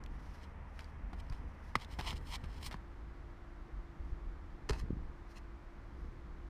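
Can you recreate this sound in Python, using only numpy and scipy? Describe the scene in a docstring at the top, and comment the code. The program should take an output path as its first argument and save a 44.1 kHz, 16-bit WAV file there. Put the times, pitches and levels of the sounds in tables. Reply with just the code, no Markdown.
"""A parkour runner's soles on concrete, beside a tall building: a vault over a low wall, a flat slap as one
sole claps the air out from under it, then scuffs away over gritty asphalt, trousers brushing.
At a second spot another athlete jumps from a bank, thuds onto a wall top with both feet and pivots.
Light wind rumbles and puffs on the microphone, over distant traffic and the hum of ventilation."""
import sys
import numpy as np
from scipy import signal
from scipy.fft import rfft, irfft, next_fast_len
from scipy.io import wavfile
from scipy.ndimage import map_coordinates

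SR = 44100
rng = np.random.default_rng(int(sys.argv[2]) if len(sys.argv) > 2 else 0)


def put_to_file(sound):
    """Save the sound as 16-bit audio at rate SR, in the file named by the first command-line argument."""
    columns = np.atleast_2d(sound).T  # one column per channel
    safe = np.clip(columns, -1, 1)
    whole_steps = np.round(safe * 32767)
    wavfile.write(sys.argv[1], SR, whole_steps.astype(np.int16))


N = 286209
TIME = np.arange(N) / SR
MOVE_S = 2.79  # the microphone is in the yard until here, then at the bank


def amp(db):
    """Decibels to gain."""
    return 10 ** (np.asarray(db) / 20)


def unit(x):
    """Scale to rms 1."""
    return x / np.sqrt(np.mean(x ** 2) + 1e-20)


def along(points, hz):
    """Interpolate (frequency, value) points on a log frequency axis."""
    freqs, values = np.transpose(points)
    return np.interp(np.log(hz + 1), np.log(freqs + 1), values)


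def wobble(rate):
    """A smooth random curve, rate knots a second."""
    return map_coordinates(rng.standard_normal(int(N * rate / SR) + 4), [TIME * rate])


def filtered(x, response):
    """x through a frequency response."""
    size = next_fast_len(len(x) + 8192)
    return irfft(rfft(x, size) * response(np.fft.rfftfreq(size, 1 / SR)), size)[:len(x)]


def coloured(x, spectrum, tilt_db=0):
    """x shaped by a spectrum and a tilt per octave, at rms 1."""
    return unit(filtered(x, lambda hz: amp(along(spectrum, hz) + tilt_db * np.log2(hz + 1))))


def resonant(x, modes):
    """x through (frequency, width, level) resonances, at rms 1."""
    def response(f):
        return sum(amp(db) * 1j * f * width / (hz * hz - f * f + 1j * f * width)
                   for hz, width, db in modes)
    return unit(filtered(x, response))


def decay(t, t60):
    """Falls by 60 dB in t60."""
    return np.exp(-np.log(1000) * t / t60)


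def add(track, s, sound):
    """Mix a sound in at time s."""
    part = track[max(round(s * SR), 0):][:len(sound)]
    part += sound[:len(part)]


# Wind at the microphone (time [s], strength [dB])
WIND_STRENGTH = [(0, -49), (.65, -54.5), (1.26, -49.5), (1.62, -55), (2.1, -46), (3.25, -53.5), (4.05, -50),
                 (4.64, -50), (4.87, -45), (5.45, -54), (6.49, -48.5)]
# Its rumble on the microphone (frequency [Hz], level [dB])
RUMBLE_SPECTRUM = [(8.8, -52), (15, -4), (54, 0), (109, -17), (150, -16), (166, -21), (341, -26.5),
                   (373, -28.5), (500, -30), (650, -70), (1100, -120)]
# The strongest eddies, right on the microphone (time [s], peak level [dB], half width [s])
WIND_PUFFS = [(1.309, -35, 0.0021), (1.33, -35, 0.0075), (4.006, -34, 0.0042), (4.129, -32.5, 0.004),
              (4.274, -36.5, 0.005), (4.841, -36, 0.0016), (4.9068, -27, 0.00083), (4.9321, -30.5, .0014),
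              (4.9699, -38, 0.00112)]


def wind(rumble_db=3.5, eddies_per_s=6, eddy_db=-40, eddy_half_s=0.0037):
    """Lumpy rumble on the microphone; a passing eddy sucks, then pushes, harder in a gust."""
    knots, strength_db = np.transpose(WIND_STRENGTH)
    level_db = np.interp(TIME, knots, strength_db) + rumble_db + 1.9 * wobble(9)
    out = amp(level_db) * coloured(rng.standard_normal(N), RUMBLE_SPECTRUM)
    when, size = rng.random((int(eddies_per_s * N / SR), 2)).T
    times = when * N / SR
    lull_db = np.interp(times, knots, strength_db) - strength_db.max()
    eddies = zip(times, eddy_db + 2.5 * lull_db, eddy_half_s * 2 ** (2 * size - 1))
    for s, db, width in WIND_PUFFS + list(eddies):
        u = (TIME[:SR // 5] - 0.1) / width
        add(out, s - 0.1, amp(db) * u * np.exp((1 - u * u) / 2))
    return out


def hum(tones, drift_hz):
    """Fan tones that waver a little in pitch and level."""
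    out = np.zeros(N)
    for hz, db in tones:
        peak = np.sqrt(2) * amp(db + 0.71 * wobble(2.4))
        out += peak * np.sin(2 * np.pi * np.cumsum(hz + drift_hz * wobble(6)) / SR)
    return out


# Distant traffic, heard from the yard and from the bank (frequency [Hz], level [dB])
YARD_TRAFFIC = [(71, -34), (120, -2.5), (136, -7.5), (235, -6.5), (300, -9.5), (375, -19.5), (488, -14.5),
                (719, -14), (936, -12), (1590, -18), (1870, -17), (4300, -41.5), (8950, -50.5),
                (15500, -62)]
BANK_TRAFFIC = [(120, -27.5), (200, -4), (263, -24), (339, -10.5), (414, -19.5), (454, -20), (554, -14.5),
                (607, -14.5), (1130, -13.5), (2090, -21), (2650, -29), (5490, -38), (9310, -49),
                (13600, -53), (15500, -70)]
# Ventilation fans, heard from the same two spots (frequency [Hz], level [dB])
YARD_FANS = [(75.4, -53.5), (953, -77)]
BANK_FANS = [(291, -70.5), (341.5, -66)]


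def surroundings():
    """Steady far traffic and ventilation, with their own colour at each spot."""
    yard = amp(-58.5) * coloured(rng.standard_normal(N), YARD_TRAFFIC) + hum(YARD_FANS, drift_hz=0.66)
    bank = amp(-61.5) * coloured(rng.standard_normal(N), BANK_TRAFFIC) + hum(BANK_FANS, drift_hz=0.59)
    moved = np.clip((TIME - MOVE_S) * 20 + 0.5, 0, 1)  # 50 ms crossfade
    return np.sqrt(1 - moved) * yard + np.sqrt(moved) * bank


# The loudest stones cracking underfoot at both spots (time [s], level [dB], pitch [Hz])
LOUD_STONES = [(0.0387, -52, 4860), (0.062, -47, 2800), (0.844, -54, 4500), (1.299, -51, 4400),
               (1.847, -45, 3600), (2.107, -36.5, 3000), (4.6951, -38, 4600)]


def stones(cracks):
    """A stone snaps with a tick whose pitch follows its size."""
    out, t = np.zeros(N), TIME[:SR // 20]
    for s, db, hz in cracks:
        spectrum = [(hz / 4, -24), (hz * 0.93, -3), (hz, 0), (hz * 2, -18), (hz * 4, -32)]
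        tick = coloured(rng.standard_normal(len(t)), spectrum)
        add(out, s, amp(db) * tick * decay(t, t60=0.01))
    return out


# Echo off the building beside the athletes (frequency [Hz], t60 [s])
FACADE_DECAY = [(150, 0.15), (2000, .3), (10000, 0.64)]


def facade(x):
    """The building and the low walls scatter a short tail, 5 ms behind the direct sound."""
    hz, t, bands = signal.stft(rng.standard_normal(SR // 2), SR, nperseg=256)
    tail = signal.istft(bands * decay(t, along(FACADE_DECAY, hz)[:, None]), SR, nperseg=256)[1]
    delayed = np.pad(x, (SR // 200, 0))
    return signal.fftconvolve(delayed, tail / np.linalg.norm(tail))[:N]


# Clothing brushing, faint at the microphone: mostly loose trousers, the 4.08 s swell an arm swinging (peak time
# [s], level [dB], half length [s])
CLOTH_SWINGS = [(0.307, -69, 0.21), (0.802, -70.5, 0.11), (1.38, -75.5, 0.41), (1.676, -69.5, 0.056),
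                (4.08, -77, 0.079), (5.308, -69, 0.04), (6.03, -77.5, .13)]
# The rubbing cloth (frequency [Hz], level [dB])
CLOTH_SPECTRUM = [(1500, 4.5), (3500, -4.5), (5700, -2), (7400, -15), (9300, -13), (11000, -15),
                  (15000, -22)]


def clothing():
    """Cloth rubs on cloth in soft, high swells as the legs swing, and once as an arm swings."""
    swing = sum(amp(db) * np.exp(-((TIME - s) / length) ** 2) for s, db, length in CLOTH_SWINGS)
    return swing * amp(2.1 * wobble(60)) * coloured(rng.standard_normal(N), CLOTH_SPECTRUM)


# Resonances of soles on the wall top by the bank (frequency [Hz], width [Hz], level [dB])
WALL_TOP_MODES = [(486, 170, -11), (1190, 290, 5), (1730, 340, 6.5), (2530, 77, 8), (4050, 660, -4),
                  (4800, 210, -15), (6100, 220, -33), (8600, 2500, -18)]


def grit(size, s, spectrum, per_s, spread_db, tilt_db=0):
    """Tiny uneven clicks under a sole at time s: broad on the yard floor, hollow on the wall top."""
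    clicks = (rng.random(size) < per_s / SR) * rng.choice([-1, 1], size)
    grains = clicks * amp(spread_db * rng.standard_normal(size))
    if s < MOVE_S:
        return coloured(grains, spectrum, tilt_db)
    return resonant(coloured(grains, [(7000, 5), (15000, -12)], tilt_db), WALL_TOP_MODES)


# Grit dragged over the yard floor (frequency [Hz], level [dB])
DRAG_SPECTRUM = [(150, -2), (500, -4), (900, 8), (1500, -3), (2500, 6), (4000, 1), (5400, -0.5),
                 (6300, -9.5), (8500, -10), (11000, -18.5), (15000, -23.5)]


def drag(s, db, rise, fall, tilt_db):
    """Rolling grit swells, then stops as the foot lifts; half a second with the peak in the middle."""
    t = TIME[:SR // 2] - 0.25
    stroke = amp(db - 20 * np.where(t < 0, -t / rise, (t / fall) ** 2))
    return stroke * grit(len(t), s, DRAG_SPECTRUM, per_s=7000, spread_db=4, tilt_db=tilt_db)


# Soles dragging and twisting, across the yard and then on the wall top
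# (peak time [s], level [dB], rise [s], fall [s], treble tilt [dB/octave])
SOLE_SCUFFS = [(.43, -61, .05, 0.04, -1.5), (.805, -55, 0.046, 0.066, -4.5), (1.199, -57, 0.022, 0.013, 2),
               (1.34, -68, .12, .089, .5), (1.818, -51, 0.033, .036, 0), (1.924, -55, 0.033, 0.032, 1),
               (2.075, -43, 0.069, 0.067, -0.5), (2.171, -55, 0.047, 0.017, 2),
               (2.351, -40, 0.067, 0.018, .5), (2.53, -64.5, 0.21, 0.24, 1.5),
               (2.63, -47, 0.0097, .006, 1.5), (2.665, -42, 0.037, .023, 4.5),
               (4.794, -57, .045, .035, 2.5), (5.372, -58.5, .031, .024, 2)]


def scuffs(bounce_s=0.00096):
    """A sliding sole grips and slips in a finer spray of grit; the concrete close by combs the sound."""
    out = np.zeros(N)
    for s, db, rise, fall, tilt_db in SOLE_SCUFFS:
        spray = drag(s, db - 16.5, rise * 2.05, fall * 1.14, tilt_db + 7.5)  # softer, longer, brighter
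        add(out, s - 0.25, drag(s, db, rise, fall, tilt_db) + spray)
    out *= amp(1.8 * wobble(160))  # grip and slip
    return filtered(
        out, lambda hz: 0.85 + 0.48 * np.exp(-2j * np.pi * hz * bounce_s) / (1 + (hz / 6000) ** 2))


def chips(pitch_hz=4500, log_spread=0.23):
    """Every scuff cracks one small stone near its peak; gives (time, level, pitch) rows for stones()."""
    cracks = []
    for s, db, _, fall, _ in SOLE_SCUFFS:
        when, loud, small = rng.standard_normal(3)
        cracks.append((s + fall * np.tanh(when) / 2, db - 1 + loud, pitch_hz * np.exp(log_spread * small)))
    return cracks


# Grit crushed on the yard floor (frequency [Hz], level [dB])
CRUNCH_SPECTRUM = [(200, -1), (800, 6), (1800, 9.5), (3000, 5), (5300, -1), (6500, -10), (9000, -12.5),
                   (15000, -21)]
# A rubber sole knocking on hard ground (frequency [Hz], level [dB])
KNOCK_SPECTRUM = [(60, -29), (150, 12.5), (300, -5.5), (550, -8), (820, 1), (1400, -8.5), (3000, -56)]


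def contact(s, db, t60, knock_db):
    """One touch of a sole: grit crunches and the rubber knocks."""
    t = TIME[:SR // 4]
    crunch = grit(len(t), s, CRUNCH_SPECTRUM, per_s=10000, spread_db=9)
    knock = coloured(rng.standard_normal(len(t)), KNOCK_SPECTRUM)
    return amp(db) * (crunch + amp(knock_db) * knock) * decay(t, t60) * (1 - np.exp(-t / 0.00013))


# Feet crossing the yard, then landing on the wall top
# (time [s], level [dB], t60 [s], knock over crunch [dB], roll time [s], flat contact over touch [dB])
FOOT_CONTACTS = [(0.7905, -52, 0.066, -8, .013, 3), (1.131, -53, .068, 8.5, 0.0032, -2),
                 (1.322, -52.5, 0.074, 0.5, 0.0096, -4), (1.756, -31, 0.022, -23, 0.0052, -5),
                 (1.988, -40, 0.11, 4.5, .022, 3.5), (2.128, -45, 0.032, 2, .006, -2),
                 (2.438, -52, 0.069, 1, 0.0024, 2), (2.711, -47.5, 0.15, -6, .015, 4.5),
                 (4.6905, -36.5, 0.04, -14, 0.0043, 5.5), (4.702, -39, 0.036, 6.5, .0053, 2.5),
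                 (4.722, -50, 0.26, 3.5, 0.01, 8)]


def steps():
    """Each foot touches, then rolls flat with a shorter contact that knocks less."""
    out = np.zeros(N)
    for s, db, t60, knock_db, roll, flat_db in FOOT_CONTACTS:
        add(out, s, contact(s, db, t60, knock_db))
        add(out, s + roll, contact(s, db + flat_db, t60=0.02, knock_db=knock_db - 7))
    return out


# Soles coming down flat in the yard (time [s], level [dB], pitch [ratio])
SOLE_SLAPS = [(1.132, -43, .62), (1.754, -23, 1.1), (1.7549, -12, 1), (2.4405, -43, 1), (2.7429, -30, .85)]
# The air pocket between sole and ground (frequency at ratio 1 [Hz], level [dB], t60 [s])
POCKET_MODES = [(1233, -3.5, 0.013), (1970, -7, 0.0081), (3050, -20.5, 0.0046), (5200, -18, 0.0065),
                (7360, -26, 0.0046)]


def slaps():
    """A flat sole claps the air out from under it, and the pocket rings briefly."""
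    out, t = np.zeros(N), TIME[:SR // 10]
    for s, db, pitch in SOLE_SLAPS:
        ring = sum(amp(level) * decay(t, t60) * np.sin(2 * np.pi * hz * pitch * t)
                   for hz, level, t60 in POCKET_MODES)
        add(out, s, amp(db) * ring * (1 - np.exp(-t / 0.00008)))
    return out


# Heavy landings in the yard and on the wall top, the 420 Hz row a ring of the wall top (time [s], level [dB],
# frequency [Hz], t60 [s])
LANDING_THUDS = [(1.7558, -26.5, 253, 0.028), (1.763, -29, 116, 0.05), (1.991, -36, 103, 0.069),
                 (2.134, -37, 140, .03), (2.441, -22.5, 158, 0.015), (2.744, -31.5, 183, .04),
                 (4.697, -22.5, 420, 0.037), (4.702, -23, 137, 0.033), (4.7088, -26, 53, 0.13)]


def thuds():
    """Body weight arrives through the sole as a low, damped tone; on the wall top one tone at 420 Hz is the
    wall top itself ringing."""
    out, t = np.zeros(N), TIME[:SR // 4]
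    for s, db, hz, t60 in LANDING_THUDS:
        add(out, s, amp(db) * np.sin(2 * np.pi * hz * t) * decay(t, t60) * (1 - np.exp(-t / 0.002)))
    return out


# A sole pivoting on the wall top, faint at the microphone (frequency [Hz], width [Hz], level [dB])
SQUEAK_MODES = [(2740, 130, 0), (4150, 91, -7), (5740, 41, -7)]


def squeak(at_s=5.372, db=-61, half_s=0.014):
    """Twisting rubber chirps briefly in a few narrow resonances."""
    twist = np.exp(-((TIME - at_s) / half_s) ** 2)
    return amp(db) * twist * resonant(rng.standard_normal(N), SQUEAK_MODES)


def scene():
    """The athletes, their weak echo, the wind and the far surroundings at one microphone."""
    athletes = stones(LOUD_STONES + chips()) + clothing() + scuffs()
    athletes += steps() + slaps() + thuds() + squeak()
    return (athletes + amp(-24.5) * facade(athletes) + wind() + surroundings())[None]


def record(dry, top_hz=15500):
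    """The camera keeps nothing above its band limit; the sound eases in and out over 4 ms."""
    ease = np.clip(np.minimum(TIME, TIME[-1] - TIME) / 0.004, 0, 1)
    return np.array([filtered(x * ease, lambda hz: hz < top_hz) for x in dry])


dry = scene()
out = record(dry)
put_to_file(out)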